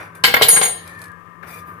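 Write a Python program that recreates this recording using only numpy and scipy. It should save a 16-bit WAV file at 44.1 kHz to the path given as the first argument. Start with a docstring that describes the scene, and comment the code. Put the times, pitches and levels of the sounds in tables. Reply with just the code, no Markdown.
"""Steel tool dropped in a workshop

A steel hand tool falls on concrete: its blows are shaped noise that excites the damped modes of its body.
Bouncing free, the steel rings in bright sines; a wire brush scratches faintly in dense random clicks.
Machines hum, whistle and whine towards the left over a rumble, and a small room answers the blows.
The phone turns down a channel that holds little treble, rounds the peaks and cuts the top."""
import sys
import numpy as np
from scipy import signal
from scipy.fft import rfft, irfft
from scipy.io import wavfile
from scipy.ndimage import uniform_filter1d

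SR = 44100
rng = np.random.default_rng(int(sys.argv[2]) if len(sys.argv) > 2 else 0)


def digitize_waveform(pressure):
    """Quantize a signal to 16-bit integers and store it at the path in sys.argv[1].

    Rows of a 2-D input are taken as channels; values are limited to [-1, 1].
    """
    field = np.atleast_2d(pressure).T
    bounded = np.clip(field, -1, 1)
    quanta = np.round(bounded * 32767).astype(np.int16)
    wavfile.write(sys.argv[1], SR, quanta)


N = 79380  # length [samples]

# Band centres of the blow levels: (frequency [Hz])
BAND_HZ = [130, 550, 1800, 3800, 7500, 12500]
# Blows of the tool: (time [s], thud, knock, clank, crack, hiss, sizzle [dB, before the shared colour],
# hold [s], fade to 1/e [s], left over right [dB])
BLOWS = [(0.2378, -28, -18, -6.5, -9, -13, -20, 0.012, 0.011, 2.5),
         (0.273, -31, -29.5, -20.5, -27, -29.5, -33.5, 0.0096, 0.038, 2),
         (0.3396, -25.5, -9, -2.5, -17, -23, -14, 0.0056, 0.0046, 2.5),
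         (0.366, -33, -19.5, -6.5, -24.5, -34.5, -24, 0.0033, 0.0036, 1),
         (0.4112, -24.5, -12.5, -15, -25.5, -33, -28.5, 0.0062, 0.0031, 4),
         (0.42, -21.5, -18, -12.5, -7, -13, -11.5, 0.011, 0.012, 2),
         (0.484, -29, -19, -13, -22, -12, -8, 0.0033, 0.015, 2),
         (0.529, -34.5, -25, -29.5, -35, -38, -41, 0.0086, 0.07, -1),
         (0.563, -30.5, -22, -15.5, -28.5, -25.5, -27, 0.011, 0.01, 2.5),
         (0.613, -44, -13.5, -17.5, -24, -21, -34.5, 0.0039, 0.0078, 2.5),
         (0.63, -50.5, -23.5, -17.5, -24.5, -27.5, -27, 0.0058, 0.0076, 3),
         (0.652, -50, -27.5, -23, -30.5, -43, -25, 0.0038, 0.018, 4)]
# Colour shared by all blows: (frequency [Hz], level [dB])
CRASH_COLOUR = [(25, -26), (50, -12), (90, -7), (200, 1.5), (260, -5), (340, 0), (520, -6.5), (800, -2.5),
                (1050, -0.5), (2300, 3), (2900, 1.5), (3700, 3.5), (4900, 1.5), (6200, -2.5), (8500, 4.5),
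                (11000, 2.5), (14300, 5.5), (15500, -13)]
CLATTER_DB, GRIT_DB = -3, 1.5  # overall gain; depth of the fast level fluctuation


def clatter():
    """Impact excitation: each blow of steel on concrete is a short gritty burst of broadband noise."""
    gritty_noise = spread(noise()) * amp(GRIT_DB * walk(900))
    equal_per_octave = np.sqrt(SR / 2 / bins() / np.log(2))
    shared_colour = amp(CLATTER_DB + on_bins(CRASH_COLOUR))
    grit = rfft(gritty_noise) * ripple() * equal_per_octave * shared_colour
    out = 0
    for start, *levels, hold, fade, side in BLOWS:
        blow_colour = amp(on_bins(list(zip(BAND_HZ, levels))))
        crash = irfft(grit * blow_colour, N)
        out = out + crash * envelope(start, 0.00074, hold, fade) * pan(side)
    return out


# Hard contacts: (time [s], frequency [Hz], level [dB], t60 [s], left over right [dB])
KNOCKS = [(0.3405, 610.6, -8, 0.018, 1), (0.413, 607, -3.5, 0.013, 0.9), (0.4858, 786, -14.5, 0.014, 0.82),
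          (0.6136, 504, -14.5, 0.022, 0.71), (1.4335, 1600, -27.5, 0.017, 18.5)]


def knocks():
    """Damped oscillation: a hard contact gives a broad clack, a cosine that dies rapidly."""
    out = 0
    for start, hz, db, t60, side in KNOCKS:
        wave = np.cos(2 * np.pi * hz * (clock() - start))
        decay = envelope(start, 0.00025, 0.00068, t60 / np.log(1000))
        out = out + amp(db) * wave * decay * pan(side)
    return out


# Modes of the tool's body: (frequency [Hz], level over the crash before BODY_DB [dB], t60 [s])
BODY_MODES = [(470, 8.5, 0.049), (820, -1, 0.028), (1395, -2.5, 0.08), (1627, 4.5, 0.053),
              (1914, 5.5, 0.075), (2177, 2, 0.052), (2422, 5.5, 0.1), (3185, 7.5, 0.059),
              (3530, 11.5, 0.09), (4387, 9, 0.1), (4850, 14.5, 0.11), (5890, 12.5, 0.22), (6885, 9, 0.2),
              (7350, 6, 0.14), (9020, 5.5, 0.19), (10410, 9.5, 0.25), (10750, 9.5, 0.16),
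              (12360, 21.5, 0.2), (12490, 7.5, 0.1), (12720, 11.5, 0.17), (13900, 9, 0.14),
              (14110, 10.5, 0.16)]
BODY_DB = -0.5


def body(blows):
    """Modal resonance: the blows excite the damped natural modes of the tool."""
    return amp(BODY_DB) * resonate(blows, BODY_MODES)


# Pitches of the bright steel modes, one for each row of STEEL_MODES: (frequency [Hz])
STEEL_HZ = [6612, 6932, 8838, 9383, 10398, 10745, 11165, 12250, 13780, 14122, 14355]
# Bright steel modes: (level after the bounce [dB], swell [s], hold [s], level as it settles [dB],
# t60 [s], left over right [dB], buzz share [0-1])
STEEL_MODES = [(-15, 0.047, 0.072, -19.5, 0.14, -5, 0.3), (-30.5, 0.02, 0.075, -31, 0.2, -1.5, 0.56),
               (-16, 0.03, 0.089, -18, 0.29, 6, 0.2), (-39.5, 0.003, 0.1, -32.5, 0.21, 2, 0.3),
               (-8, 0.0015, 0.0089, -24, 0.37, -1, 0.1), (-17.5, 0.0016, 0.0081, -37, 0.32, 5.5, 1),
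               (-22.5, 0.002, 0.014, -28, 0.25, 6.5, 0.4), (-22, 0.002, 0.028, -45, 0.26, -0.5, 0.3),
               (-22.5, 0.002, 0.011, -44, 0.25, 4.5, 0.4), (-23.5, 0.002, 0.012, -46, 0.26, 3.5, 0.4),
               (-27, 0.002, 0.012, -39.5, 0.2, 9.5, 0.5)]
BOUNCE_S, SETTLE_S, SETTLE_HOLD_S = 0.484, 0.6227, 0.033  # two contacts set the bare steel ringing
WAVER_DB, DRIFT_HZ, BUZZ_PER_S = 2.5, 4, 290


def ring():
    """Free vibration: most upper modes start at once, the lowest swell, and all buzz on the floor."""
    out = 0
    for hz, (db, swell, hold, settle_db, t60, side, buzz) in zip(STEEL_HZ, STEEL_MODES):
        fade = t60 / np.log(1000)
        after_bounce = amp(db) * envelope(BOUNCE_S, swell, hold, fade)
        settling = amp(settle_db) * envelope(SETTLE_S, 0.004, SETTLE_HOLD_S, fade)
        level = np.hypot(after_bounce, settling)  # powers add
        flutter = 1 + buzz * np.array([walk(BUZZ_PER_S), walk(BUZZ_PER_S)])
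        out = out + level * flutter * tone(hz, DRIFT_HZ, WAVER_DB) * pan(side)
    return out


# Scratches of the brush and of handling: (time [s], hold [s], rise [s], fade to 1/e [s],
# rub, bristle, wire-tip, sheen [dB], left over right [dB])
SCRATCHES = [(0.0, 0.015, 0.00061, 0.053, -33.5, -46, -53.5, -59, 1.5),
             (0.148, 0.0052, 0.0033, 0.028, -44.5, -50.5, -48, -52, 2.5),
             (0.843, 0.057, 0.024, 0.086, -44.5, -50.5, -52.5, -69, 4.5),
             (0.972, 0.091, 0.048, 0.018, -48.5, -55.5, -52.5, -80, -2),
             (1.427, .008, 0.0022, 0.033, -34, -52.5, -59.5, -53, 27),
             (1.464, 0.12, 0.016, 0.028, -44.5, -44.5, -48, -44.5, 7),
             (1.654, 0.04, 0.03, 0.057, -47, -64.5, -61.5, -52, -0.5)]
# Colours of the four layers: (frequency [Hz], level [dB per Hz])
RUB = [(150, -18.5), (450, -2), (800, -4), (1400, 1), (2300, -5), (3200, -21.5), (8000, -45.5)]
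BRISTLE = [(1200, -29.5), (2400, 8.5), (3000, -15), (3550, 2.5), (4150, -2.5), (4850, -4.5), (5500, -9.5),
           (6500, -10.5), (8000, -20), (12000, -33)]
TIPS = [(5000, -30.5), (7800, -6.5), (9300, 1), (10800, 3), (12300, 1), (13500, -7), (15000, -26)]
SHEEN = [(10000, -33.5), (12200, -1.5), (14400, 1), (15500, 1.5)]
# Resonances of the brush wires: (frequency [Hz], level over the scratching [dB], t60 [s])
WIRES = [(2440, 2, 0.022), (3492, 11.5, 0.064), (4820, 12, 0.066), (5760, 13.5, 0.047), (6640, 11, 0.043),
         (9246, 5, 0.023), (10260, 5.5, .03), (12300, 2, .03)]
BRISTLE_PER_S, BRISTLE_SCATTER_DB = 5200, -1.5  # mean click rate; random spread of click level


def brush():
    """Stick-slip friction: wires catch and flick in dense clicks over the dull rub of the handle."""
    struck = rng.random(N) < BRISTLE_PER_S / SR
    flicks = struck * amp(BRISTLE_SCATTER_DB * rng.standard_normal(N))
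    clicks = spread(unit(flicks * noise()) + 0.33 * noise()) * amp(1.4 * walk(120))
    clicks = irfft(rfft(clicks + resonate(clicks, WIRES)) * ripple(), N)
    layers = [colour(spread(noise()), RUB)]
    layers += [colour(clicks, points) for points in (BRISTLE, TIPS, SHEEN)]
    out = 0
    for start, hold, rise, fade, *levels, side in SCRATCHES:
        scratch = sum(amp(db) * layer for db, layer in zip(levels, layers))
        out = out + scratch * envelope(start, rise, hold, fade) * pan(side)
    return out


# Ticks of single wires: (time [s], level [dB], left over right [dB])
TICKS = [(0.8768, -36.5, 2.3), (0.991, -45, 3.8), (1.0167, -36.5, 4.9), (1.0405, -38, 6), (1.056, -44, 3.9),
         (1.082, -50, 19), (1.1169, -51, 16)]
# Colour of the ticks: (frequency [Hz], level [dB per Hz])
TICK_COLOUR = [(1000, -12), (3000, -9), (4400, 0), (6300, -9.5), (8000, -1), (11500, 1), (15500, -22)]


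def ticks():
    """Elastic release: single wires snap free, each a sharp bright burst of noise."""
    bursts = 0
    for start, db, side in TICKS:
        bursts = bursts + amp(db) * envelope(start, 0.00048, 0.00063, 0.0038) * pan(side)
    return colour(spread(noise()), TICK_COLOUR) * bursts


# Answer of the room: (frequency [Hz], t60 [s], level [dB])
ROOM = [(130, 0.16, -1.5), (549, 0.55, -6), (1815, 0.32, -10), (3840, 0.63, -8), (7600, 0.18, -12),
        (12500, 0.38, -9.5)]
RING_ROOM_DB, ROOM_RISE_S = -1, 0.013  # gain of the ringing into the room; build-up of the answer


def room(x):
    """Diffuse reverberation: convolution with noise that decays at its own rate in each band."""
    hiss, tail = spread(noise()), 0
    for hz, t60, db in ROOM:
        share = on_bins([(row[0], row[0] == hz) for row in ROOM])  # overlapping triangular bands
        decay = unit(envelope(0, ROOM_RISE_S, 0, t60 / np.log(1000))) / np.sqrt(N)
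        tail = tail + amp(db) * share * rfft(hiss * decay)
    return irfft(rfft(x) * tail, N)


# Steady machine tones: (frequency [Hz], level [dB], left over right [dB])
HUM = [(106.3, -55.5, 1.5), (170.2, -48.5, 3.5), (1000, -53, 6), (970, -64.5, 7), (1026, -56, 11),
       (1310, -55.5, 14.5), (1846, -55.5, 14.5), (2140, -63.5, 13.5)]
# Motor whine, which rises and sags: (time [s], frequency [Hz], level [dB])
WHINE = [(0, 1500, -55), (0.18, 1570, -46.5), (.7, 1830, -45), (0.881, 1790, -47), (0.969, 1775, -39.5),
         (1.058, 1720, -41), (1.15, 1630, -43.5), (1.249, 1600, -64), (1.549, 1680, -54), (1.68, 1590, -46),
         (1.8, 1520, -52)]
# Whistle of steady pitch: (time [s], level [dB])
WHISTLE = [(0, -78), (.9, -60), (1.12, -49.5), (1.35, -47.5), (1.56, -42.5), (1.8, -44)]
# Colours of the machine rush and the workshop rumble: (frequency [Hz], level [dB per Hz])
RUSH = [(500, -23.5), (880, -12.5), (1150, 3), (1450, -15), (1800, -3), (2050, -19), (2700, -19),
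        (4000, -37.5), (12000, -36.5)]
RUMBLE = [(25, -17.5), (55, -21), (90, 3), (130, -6.5), (280, -8.5), (500, -7), (800, -19.5), (2000, -29.5),
          (4000, -42.5), (8000, -49), (15000, -50.5)]
WHISTLE_HZ, WHINE_WIDTH_HZ, WHINE_BLUR_PER_S = 1204, 55, 900
RUMBLE_DB, RUSH_DB, MACHINE_PAN_DB = -47.5, -46.5, 9.5  # positive pan is to the left


def machines():
    """Periodic and turbulent sources: hum, whistle, whine and rush over the rumble of the workshop."""
    t = clock()
    hum = sum(amp(db) * tone(hz, drift_hz=1.5, waver_db=2.0) * pan(side) for hz, db, side in HUM)
    when, pitch, level = np.array(WHINE).T
    blurred_pitch = np.interp(t, when, pitch) + WHINE_WIDTH_HZ * walk(WHINE_BLUR_PER_S)
    whine = amp(np.interp(t, when, level)) * tone(blurred_pitch, drift_hz=8, waver_db=1.5)
    whistle_level = amp(np.interp(t, *np.array(WHISTLE).T))
    whistle = whistle_level * tone(WHISTLE_HZ, drift_hz=2.6, waver_db=3.5)
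    rush = amp(RUSH_DB + 0.47 * walk(5.2)) * colour(noise(), RUSH)
    rumble = amp(RUMBLE_DB) * colour(spread(noise()), RUMBLE)
    return hum + (whine + whistle + rush) * pan(MACHINE_PAN_DB) + rumble


PORT_PHASE_RAD = 1.69  # phase between the two ports from 1 kHz up


def tone(hz, drift_hz, waver_db):
    """Phase integration: an unsteady sine whose phase between ports grows with pitch up to 1 kHz."""
    phase = 2 * np.pi * np.cumsum(hz + drift_hz * walk(30)) / SR + rng.uniform(0, 2 * np.pi)
    lag = np.array([[0], [PORT_PHASE_RAD * min(np.mean(hz) / 1000, 1)]])
    wave = np.sqrt(2) * np.sin((phase + lag).astype(np.float32))
    return wave * amp(waver_db * walk(50.06))


def resonate(x, modes):
    """Modal superposition: a sound rings a set of damped resonances."""
    answer = 0
    for centre, db, t60 in modes:
        detuning = 2j * np.pi * (bins() - centre)
        answer = answer + amp(db) / (1 + detuning * abs(t60) / np.log(1000))
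    return irfft(rfft(x) * answer, N)


RIPPLE_DB, RIPPLE_WIDTH_HZ = 3.5, 110  # depth and width of random spectral unevenness


def ripple():
    """Random spectral colouring: irregular peaks and dips along the frequency axis."""
    bumps = walk(SR * SR / N / RIPPLE_WIDTH_HZ)[:N // 2 + 1]
    return amp(RIPPLE_DB * (bumps - 1.0))


# Likeness of the two channels: (frequency [Hz], correlation [0-1])
LIKENESS = [(100, 1), (500, 0.59), (1500, 0), (4000, 0.3), (12000, 0)]


def spread(x):
    """Interchannel coherence: two unrelated signals become a stereo pair most alike in the bass."""
    like = np.clip(on_bins(LIKENESS), -1, 1)
    mid, side = rfft(x) * np.sqrt([1 + like, 1 - like])
    return unit(irfft(np.array([mid + side, mid - side]), N))


def colour(x, points):
    """Spectral filtering: give a sound a spectrum, at rms 1."""
    return unit(irfft(rfft(x) * amp(on_bins(points)), N))


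def envelope(start, rise, hold, fade):
    """Exponential decay: linear attack, then a hold counted from the start, then release."""
    out, first = np.zeros(N), max(int(start * SR), 0)
    last = min(first + int((abs(hold) + 10 * abs(fade)) * SR) + 1, N)
    age = np.arange(first, last) / SR - start
    attack = np.clip(age / max(rise, 1e-4), 0, 1)
    out[first:last] = attack * np.exp(-np.maximum(age - hold, 0) / max(fade, 1e-3))
    return out


def walk(rate):
    """Random modulation: smoothed random steps, rate per second, at rms 1."""
    k = max(int(SR / rate), 1)
    steps = np.repeat(rng.standard_normal(N // k + 1), k)
    return unit(uniform_filter1d(steps, k)[:N])


def noise():
    """Statistical independence: two unrelated white noises."""
    return rng.standard_normal((2, N))


def pan(db):
    """Level difference between channels: left and right gains of constant total power."""
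    return unit(amp(np.array([[db], [-db]]) / 2))


def on_bins(points):
    """Logarithmic frequency scale: read (frequency [Hz], value) points at each bin."""
    hz, value = np.array(points, float).T
    return np.interp(np.log(bins()), np.log(hz), value)


def bins():
    """Discrete spectrum: frequency of each bin, offset by 1 Hz to avoid zero."""
    return np.arange(N // 2 + 1) * SR / N + 1


def clock():
    """Sampling: time of each sample in seconds."""
    return np.arange(N) / SR


def unit(x):
    """Normalisation: scale to rms 1."""
    return x / np.sqrt(np.mean(x ** 2))


def amp(db):
    """Logarithmic level: decibels to gain."""
    return np.exp(np.asarray(db) * (np.log(10) / 20))


def scene():
    """Superposition: the falling tool in its room, the brush and the machines."""
    blows, bright = clatter(), ring()
    crash = blows + knocks() + body(blows)
    answer = room(crash + amp(RING_ROOM_DB) * bright)
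    return crash + bright + answer + brush() + ticks() + machines()


GATE_ABOVE_HZ, GATE_DB, GATE_DEPTH_DB = 3330, -61.5, 14.5  # treble edge, threshold, greatest cut
GATE_SLOPE = 3.8  # dB of cut per dB below the threshold
CEILING, TOP_HZ = 1.03, 15150  # limit of the rounded peaks before the low-pass; its edge


def record(dry):
    """Expansion, saturation and band limiting: low-treble channels drop, peaks round, the top is cut."""
    high_pass = signal.butter(4, GATE_ABOVE_HZ, "high", fs=SR, output="sos")
    treble = signal.sosfilt(high_pass, dry)
    treble_power = np.abs(uniform_filter1d(treble ** 2, size=2600, axis=1))
    level_db = 10 * np.log10(treble_power + 1e-12)
    cut_db = np.clip(GATE_SLOPE * (GATE_DB - level_db), 0, abs(GATE_DEPTH_DB))
    rounded = CEILING * np.tanh(dry * amp(-cut_db) / CEILING)
    low_pass = signal.ellip(8, .2, 70, TOP_HZ, fs=SR, output="sos")
    return signal.sosfilt(low_pass, rounded)


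dry = scene()
out = record(dry)
digitize_waveform(out)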